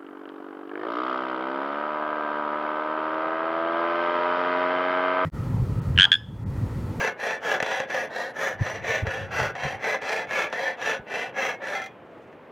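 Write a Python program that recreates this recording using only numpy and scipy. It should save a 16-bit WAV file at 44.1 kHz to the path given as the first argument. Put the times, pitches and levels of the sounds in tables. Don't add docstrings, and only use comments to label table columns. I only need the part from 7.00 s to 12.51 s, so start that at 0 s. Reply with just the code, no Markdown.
import sys
import numpy as np
from scipy import signal
from scipy.fft import rfft, irfft
from scipy.io import wavfile
from scipy.ndimage import uniform_filter1d

SR = 44100
rng = np.random.default_rng(int(sys.argv[2]) if len(sys.argv) > 2 else 0)


def to_wav(sig):
    pcm = np.clip(np.atleast_2d(sig), -1, 1) * 32767
    pcm = np.round(pcm).astype(np.int16)
    wavfile.write(sys.argv[1], SR, pcm.T)


N = 242991
TIME = np.arange(N) / SR
RING_SIZE = 8192
CUTOFF_HZ = 15750

# (frequency [Hz], relative level [dB])
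GARDEN_COLOUR = [(30, -28), (60, -17), (120, -4), (250, -1.5), (500, 2), (900, -5.5), (1500, -11),
                 (2200, -16), (3000, -22), (4000, -33.5), (5200, -42), (8000, -49), (15500, -50)]
GARDEN_DB = -46.5
# (time [s], level [dB])
SLEEVE_SWELL = [(4.98, -95), (5.09, -81), (5.26, -78), (5.4, -93), (5.51, -85)]
# (frequency [Hz], relative level [dB])
SLEEVE_COLOUR = [(500, -15), (2500, -7), (6000, -4), (8500, -11), (15000, -24)]
# (time [s], level [dB])
BREEZE = [(1.45, -86), (1.56, -42), (1.8, -51), (2.12, -44), (2.48, -41), (2.56, -52), (2.76, -41),
          (2.9, -83)]
# (centre time [s], level [dB], half length [s])
PUFFS = [(1.618, -20, 0.009), (1.902, -39, 0.0077), (2.035, -21.5, 0.0065), (2.08, -29, 0.0073),
         (2.23, -39, 0.018), (2.416, -33.5, 0.014), (2.658, -30.5, 0.011)]
# (frequency [Hz], relative level [dB])
PUFF_COLOUR = [(25, -7), (60, -7), (100, 11.5), (180, 1.5), (250, -13.5), (400, -13), (1000, -58)]
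# (time [s], peak level [dB])
ROCKS = [(3.04, -50), (3.279, -43), (3.99, -35)]
# (frequency [Hz], relative level [dB])
ROCK_COLOUR = [(25, -7), (60, 0), (140, -1), (250, -5), (600, -47), (4000, -100)]
# (frequency [Hz], level [dB], t60 [s])
PARTING_MODES = [(777, 4, 0.19), (1350, -5.5, 0.15), (2080, 1, 0.12), (2430, -9.5, 0.25),
                 (3300, -13.5, 0.23), (4500, -21, .12), (5900, -17, 0.11)]
# (time [s], level [dB])
PLUCKS = [(4.752, -26), (4.767, -30), (4.818, -32), (4.839, -40), (4.860, -41.5)]
# (time [s], peak level [dB], chatter decay [s])
SNAGS = [(.075, -14.5, 0.0096), (0.307, -20, 0.013), (0.54, -18.5, 0.024), (.662, -20.5, .015),
         (0.715, -17.5, 0.012), (0.902, -20, 0.013), (1.603, -46, 0.0096), (1.662, -19, 0.031),
         (2.068, -21, 0.011), (2.319, -30, 0.0089), (2.552, -24, 0.024), (2.841, -22.5, 0.016),
         (3.021, -24.5, 0.037), (3.309, -20.5, 0.013), (3.5263, -16.5, 0.019), (4.139, -22, 0.0066)]
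SNAG_HARDNESS_HZ = 4400
# (time [s], blade peak level [dB], bench thud relative to it [dB], hardness [Hz])
KNOCKS = [(.6015, -10, -28, 4020), (.626, -13, -9, 10100), (.801, -16.5, -11.5, 8000),
          (2.017, -35, -25, 8000), (3.017, -30, -15, 14000), (3.5, -34, -16, 14000)]
# (frequency [Hz], relative level [dB])
BENCH_COLOUR = [(30, -24), (150, 1), (500, -6), (1200, -17), (5000, -62), (16000, -90)]
# (time [s], peak level [dB])
TICKS = [(5.2845, -56), (5.327, -42.5)]
# (start time [s], end time [s], level [dB], rise of pressure along the stroke [dB])
STROKES = [(-.09, .148, -27.5, 9), (.16, .406, -29.5, 3), (.387, .607, -26, 8), (.582, .876, -29.5, 2.5),
           (.855, 1.104, -29.5, 0), (1.086, 1.338, -32.5, -5.5), (1.322, 1.58, -29, 0),
           (1.566, 1.835, -34.5, -3), (1.796, 2.065, -29, -2), (2.036, 2.321, -34.5, -20),
           (2.278, 2.546, -27, 2), (2.539, 2.8, -32, -2.5), (2.775, 3.011, -26.5, 3.5),
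           (2.986, 3.275, -29.5, 2.5), (3.249, 3.508, -27, 9), (3.48, 3.772, -31, 3.5),
           (3.752, 4.015, -29, 1.5), (4.053, 4.327, -31.5, -0.5), (4.325, 4.59, -28.5, -9.5),
           (4.598, 4.895, -34, -18.5)]
# (power of speed that loudness follows [exponent], growl level [dB], hiss level [dB])
DIRECTIONS = [(1.77, -1.5, -13.5), (1.14, -1.5, -13)]
# (frequency [Hz], relative level [dB])
PUSH_COLOUR = [(40, -30), (90, -17), (160, -11), (260, -10), (500, 0.5), (1000, -1.5), (1800, -3),
               (2700, -15), (3600, -14), (4600, -17.5), (6500, -16.5), (8200, -28.5), (11000, -32),
               (15600, -33)]
# (frequency [Hz], relative level [dB])
PULL_COLOUR = [(40, -28), (90, -34), (160, -16.5), (260, -8), (500, 3), (850, 4), (1250, -3), (1800, 0),
               (2500, -13), (3600, -13.5), (6300, -17.5), (8200, -27), (11000, -34), (15600, -36)]
# (frequency [Hz], width [Hz], lift [dB])
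RESONANCES = [(184, 38, 4), (439, 28, 4), (537.3, 24.6, 13), (633.6, 7.8, 6), (709.6, 14.5, 6.5),
              (771.3, 18, 7.5), (866, 14, 5.5), (1221, 9.3, 3), (1373, 65, 4), (1490, 7.9, 9),
              (1623, 27, 7.5), (1683, 28, 8.5), (1766, 27.3, 10.5), (1873, 51, 8), (2011, 44, 9),
              (2162, 11, 8.5), (2333, 160, 7), (2666, 170, 11.5), (2930, 6.8, 5.5), (3234, 59, 9),
              (3452, 15.3, 11), (4022, 88, 8), (5887, 165, 9), (9850, 55, -8), (9960, 89, 8),
              (13040, 137, 9)]
# (frequency [Hz], width [Hz], relative level [dB])
BLADE_MODES = [(2800, 7.4, 10), (10520, 26, 1.5), (12400, 43, -3), (13345, 90, -10), (15135, 100, -11)]
BLADE_DB, BLADE_DB_PER_S = -57.5, -1.9
BLADE_SPREAD = 0.22
GROWL_DB_PER_S = -0.18
GROWL_BELOW_HZ, HISS_ABOVE_HZ = 1247, 2970
RUB_DB = -24


def from_db(db):
    return 10 ** (np.asarray(db) / 20)


def rms_one(x):
    return x / np.sqrt(np.mean(x ** 2) + 1e-20)


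def drift(per_s, size):
    knots = rng.standard_normal(int(size * per_s / SR) + 2)
    position = np.arange(size) * per_s / SR
    return rms_one(np.interp(position, np.arange(len(knots)), knots))


def cut(x, hz, kind):
    sos = signal.butter(2, min(hz, .45 * SR), kind, fs=SR, output="sos")
    return signal.sosfilt(np.vstack([sos, sos]), x + 1e-18)


def response(colour, resonances=()):
    hz = np.maximum(np.fft.rfftfreq(RING_SIZE, 1 / SR), 1)
    points, db = np.transpose(colour)
    colour_gain = from_db(np.interp(np.log(hz), np.log(points), db))
    cepstrum = irfft(np.log(colour_gain))
    cepstrum[1:RING_SIZE // 2] *= 2
    cepstrum[RING_SIZE // 2 + 1:] = 0
    gain = np.exp(rfft(cepstrum))
    for centre, width, lift_db in resonances:
        detuning = (hz ** 2 - centre ** 2) / (hz * width)
        gain = gain * (1 + (from_db(lift_db) - 1) / (1 + 1j * detuning))
    return irfft(gain)


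def shake(force, body):
    return signal.fftconvolve(force, body / np.linalg.norm(body))[:len(force)]


def coloured(colour):
    return shake(rng.standard_normal(N), response(colour))


def add(track, s, sound):
    start = int(np.clip(round(s * SR), 0, N - 1))
    track[..., start:start + sound.shape[-1]] += sound[..., :N - start]


def softened(body, hard_hz):
    return signal.lfilter(*signal.butter(1, min(hard_hz, .45 * SR), fs=SR), body)


def blow(body, chatter_s, chatter_db):
    fade = np.exp(-TIME[:RING_SIZE] / chatter_s)
    force = from_db(chatter_db) * rng.standard_normal(RING_SIZE) * fade
    force[0] = 1
    sound = signal.fftconvolve(force, body)[:RING_SIZE]
    return sound / np.abs(sound).max()


def garden():
    middle = coloured(GARDEN_COLOUR)
    sides = coloured(GARDEN_COLOUR) * [[1], [-1]]
    air = from_db(GARDEN_DB) * (middle + from_db(-18.0) * sides)
    sleeve_db = np.interp(TIME, *np.transpose(SLEEVE_SWELL)) + 2.9 * drift(54, N)
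    sleeve = from_db(sleeve_db) * coloured(SLEEVE_COLOUR)
    return air * from_db(0.41 * drift(21, N)) + sleeve


def puffs():
    swell = from_db(np.interp(TIME, *np.transpose(BREEZE)) + 2.9 * drift(24.8, N))
    for s, db, length in PUFFS:
        swell = swell + from_db(db) * np.exp(-.5 * ((TIME - s) / length) ** 2)
    eddies = coloured(PUFF_COLOUR)
    eddies = eddies / np.sqrt(uniform_filter1d(eddies ** 2, size=1300) + 1e-9)
    sides = coloured(PUFF_COLOUR) * [[1], [-1]]
    return swell * (eddies + from_db(-11.5) * sides)


def scatter(x, t60, dull_hz):
    t = TIME[:RING_SIZE]
    wash = rng.standard_normal((2, RING_SIZE)) * from_db(-60 * t / t60) * (t > .003)
    echoes = cut(wash, dull_hz, "low")
    return np.array([shake(x, ear) for ear in echoes])


def rocking():
    out = np.zeros(N)
    for s, peak_db in ROCKS:
        bump = blow(response(ROCK_COLOUR), chatter_s=0.0096, chatter_db=-10)
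        add(out, s, from_db(peak_db) * bump)
    return out


def parting():
    out, t = np.zeros(N), TIME[:2 * RING_SIZE]
    edge = cut(response(PUSH_COLOUR, RESONANCES), 1820, "high")
    for s, db in PLUCKS:
        ring = np.zeros(len(t))
        for hz, mode_db, t60 in PARTING_MODES:
            fade = from_db(mode_db + rng.normal(0, 1.8) - 60 * t / t60)
            ring += fade * np.sin(2 * np.pi * hz * rng.normal(1, 0.0102) * t)
        add(out, s, from_db(db) * cut(ring, 700, "high"))
        add(out, s, from_db(-33.5) * blow(edge, chatter_s=0.01, chatter_db=-2))
    return out


def bend(body, spread_hz):
    hz = np.fft.rfftfreq(RING_SIZE, 1 / SR)
    return irfft(rfft(body) * np.exp(-1j * np.sqrt(hz / spread_hz)))


def knocks():
    out = np.zeros(N)
    body = bend(response(PUSH_COLOUR, RESONANCES), spread_hz=2.98)
    bench = response(BENCH_COLOUR)
    thud = bench / np.abs(bench).max()
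    for s, peak_db, chatter_s in SNAGS:
        snag = blow(softened(body, SNAG_HARDNESS_HZ), chatter_s, chatter_db=-19.5)
        add(out, s, from_db(peak_db) * snag)
    for s, peak_db, thud_db, hard_hz in KNOCKS:
        knock = blow(softened(body, hard_hz), chatter_s=.005, chatter_db=-19)
        add(out, s, from_db(peak_db) * (knock + from_db(thud_db) * thud))
    light_body = softened(cut(body, 900, "high"), hard_hz=1800)
    for s, peak_db in TICKS:
        add(out, s, from_db(peak_db) * blow(light_body, chatter_s=0.0037, chatter_db=-21))
    return out


def chips(size, per_s, spread_db, fade_s):
    torn = rng.random(size) < per_s / SR
    tears = torn * from_db(spread_db * np.clip(rng.standard_normal(size), -2, 1.5))
    return signal.lfilter([1], [1, -np.exp(-1 / (fade_s * SR))], tears + 1e-18)


def teeth(speed, top_rate, uneven_db, friction_db, chip_db, wobble_db):
    n = len(speed)
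    rate = top_rate * np.maximum(speed, .15)
    passed = np.cumsum(rate * np.exp(.35 * drift(500, n))) / SR
    caught = np.diff(np.floor(passed), prepend=0) > 0
    sizes = from_db(uneven_db * np.clip(rng.standard_normal(n), -2, 2)) * rng.choice([-1, 1], n)
    catches = rms_one(caught * sizes / np.sqrt(rate))
    force = catches + from_db(friction_db) * rng.standard_normal(n)
    force = force * (1 + from_db(chip_db) * chips(n, per_s=120, spread_db=1.5, fade_s=0.002))
    steady = force / np.sqrt(uniform_filter1d(force ** 2, size=2600))
    return steady * from_db(wobble_db * drift(18.1, n))


def blade_echo(force, place, short_s, travel_s, share):
    at = np.arange(len(force))
    lag = (short_s * rng.uniform(.85, 1.15) + travel_s * place) * SR
    echo = np.interp(at - lag, at, force, left=0)
    return (force + share * echo) / np.sqrt(1 + share ** 2)


def gripped(modes, detune, vary_db):
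    return [(hz * rng.normal(1, detune), width, db + rng.normal(0, vary_db)) for hz, width, db in modes]


def crowded(body, t60, share_db):
    tail = rng.standard_normal(RING_SIZE) * from_db(-60 * TIME[:RING_SIZE] / t60)
    return body + from_db(share_db) * shake(body, tail)


def singing(force):
    t = TIME[:RING_SIZE]
    ring = np.zeros(RING_SIZE, complex)
    for hz, width, db in BLADE_MODES:
        ring += from_db(db) * np.sqrt(width) * np.exp((2j * np.pi * hz - np.pi * width) * t)
    return np.array([shake(force, np.imag(ring * np.exp(1j * ear * BLADE_SPREAD))) for ear in (1, -1)])


def sawing():
    out, blade = np.zeros(N), np.zeros((2, N))
    for k, (start, end, level_db, lean_db) in enumerate(STROKES):
        steepness, growl_db, hiss_db = DIRECTIONS[k % 2]
        begin = max(start, 0)
        along = np.clip((begin + TIME[:2 * RING_SIZE] - start) / (end - start), 0, 1)
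        speed = np.maximum(np.sin(np.pi * along), .06)
        place = (1 - (-1) ** k * np.cos(np.pi * along)) / 2

        force = teeth(speed, top_rate=1500, uneven_db=2.0, friction_db=-3.5, chip_db=-4.0, wobble_db=0.87)
        force = blade_echo(force, place, short_s=.004, travel_s=0.000704, share=0.32)
        effort = np.hypot(speed ** max(steepness, .2), from_db(RUB_DB)) * (along < 1)
        force = force * effort * from_db(lean_db * (along - .5))

        modes = gripped(RESONANCES, detune=0.0027, vary_db=2.0)
        body = response((PUSH_COLOUR, PULL_COLOUR)[k % 2], modes)
        upper = crowded(cut(body, GROWL_BELOW_HZ, "high"), t60=0.026, share_db=-6)
        judder = from_db(1.0 * drift(50.5, len(force)))
        growl = shake(force * judder * speed ** -.18, cut(body, GROWL_BELOW_HZ, "low"))
        growl = growl * from_db(growl_db + GROWL_DB_PER_S * (begin - TIME.mean()))
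        rasp = shake(force, cut(upper, HISS_ABOVE_HZ, "low"))
        biting = speed ** 0.57 * np.tanh((speed / 0.24) ** 2)
        hiss = from_db(hiss_db) * shake(force * biting, cut(upper, HISS_ABOVE_HZ, "high"))
        add(out, begin, from_db(level_db) * (growl + rasp + hiss))

        flare = from_db(8.6 * np.tanh(drift(20.4, len(force))))
        ring_gain = from_db(BLADE_DB + BLADE_DB_PER_S * begin)
        add(blade, begin, ring_gain * singing(force * biting * flare))
    return out, blade


def scene():
    cutting, blade = sawing()
    saw = cutting + knocks() + parting() + rocking()
    direct = saw * from_db([[.15], [-.15]])
    wash = from_db(-24.5) * scatter(saw, t60=0.085, dull_hz=3150)
    return direct + blade + wash + puffs() + garden()


def record(dry):
    dry = signal.sosfilt(signal.butter(2, 30, "high", fs=SR, output="sos"), dry)
    return signal.sosfilt(signal.ellip(10, .2, 70, CUTOFF_HZ, fs=SR, output="sos"), dry)


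dry = scene()
out = record(dry)
to_wav(out)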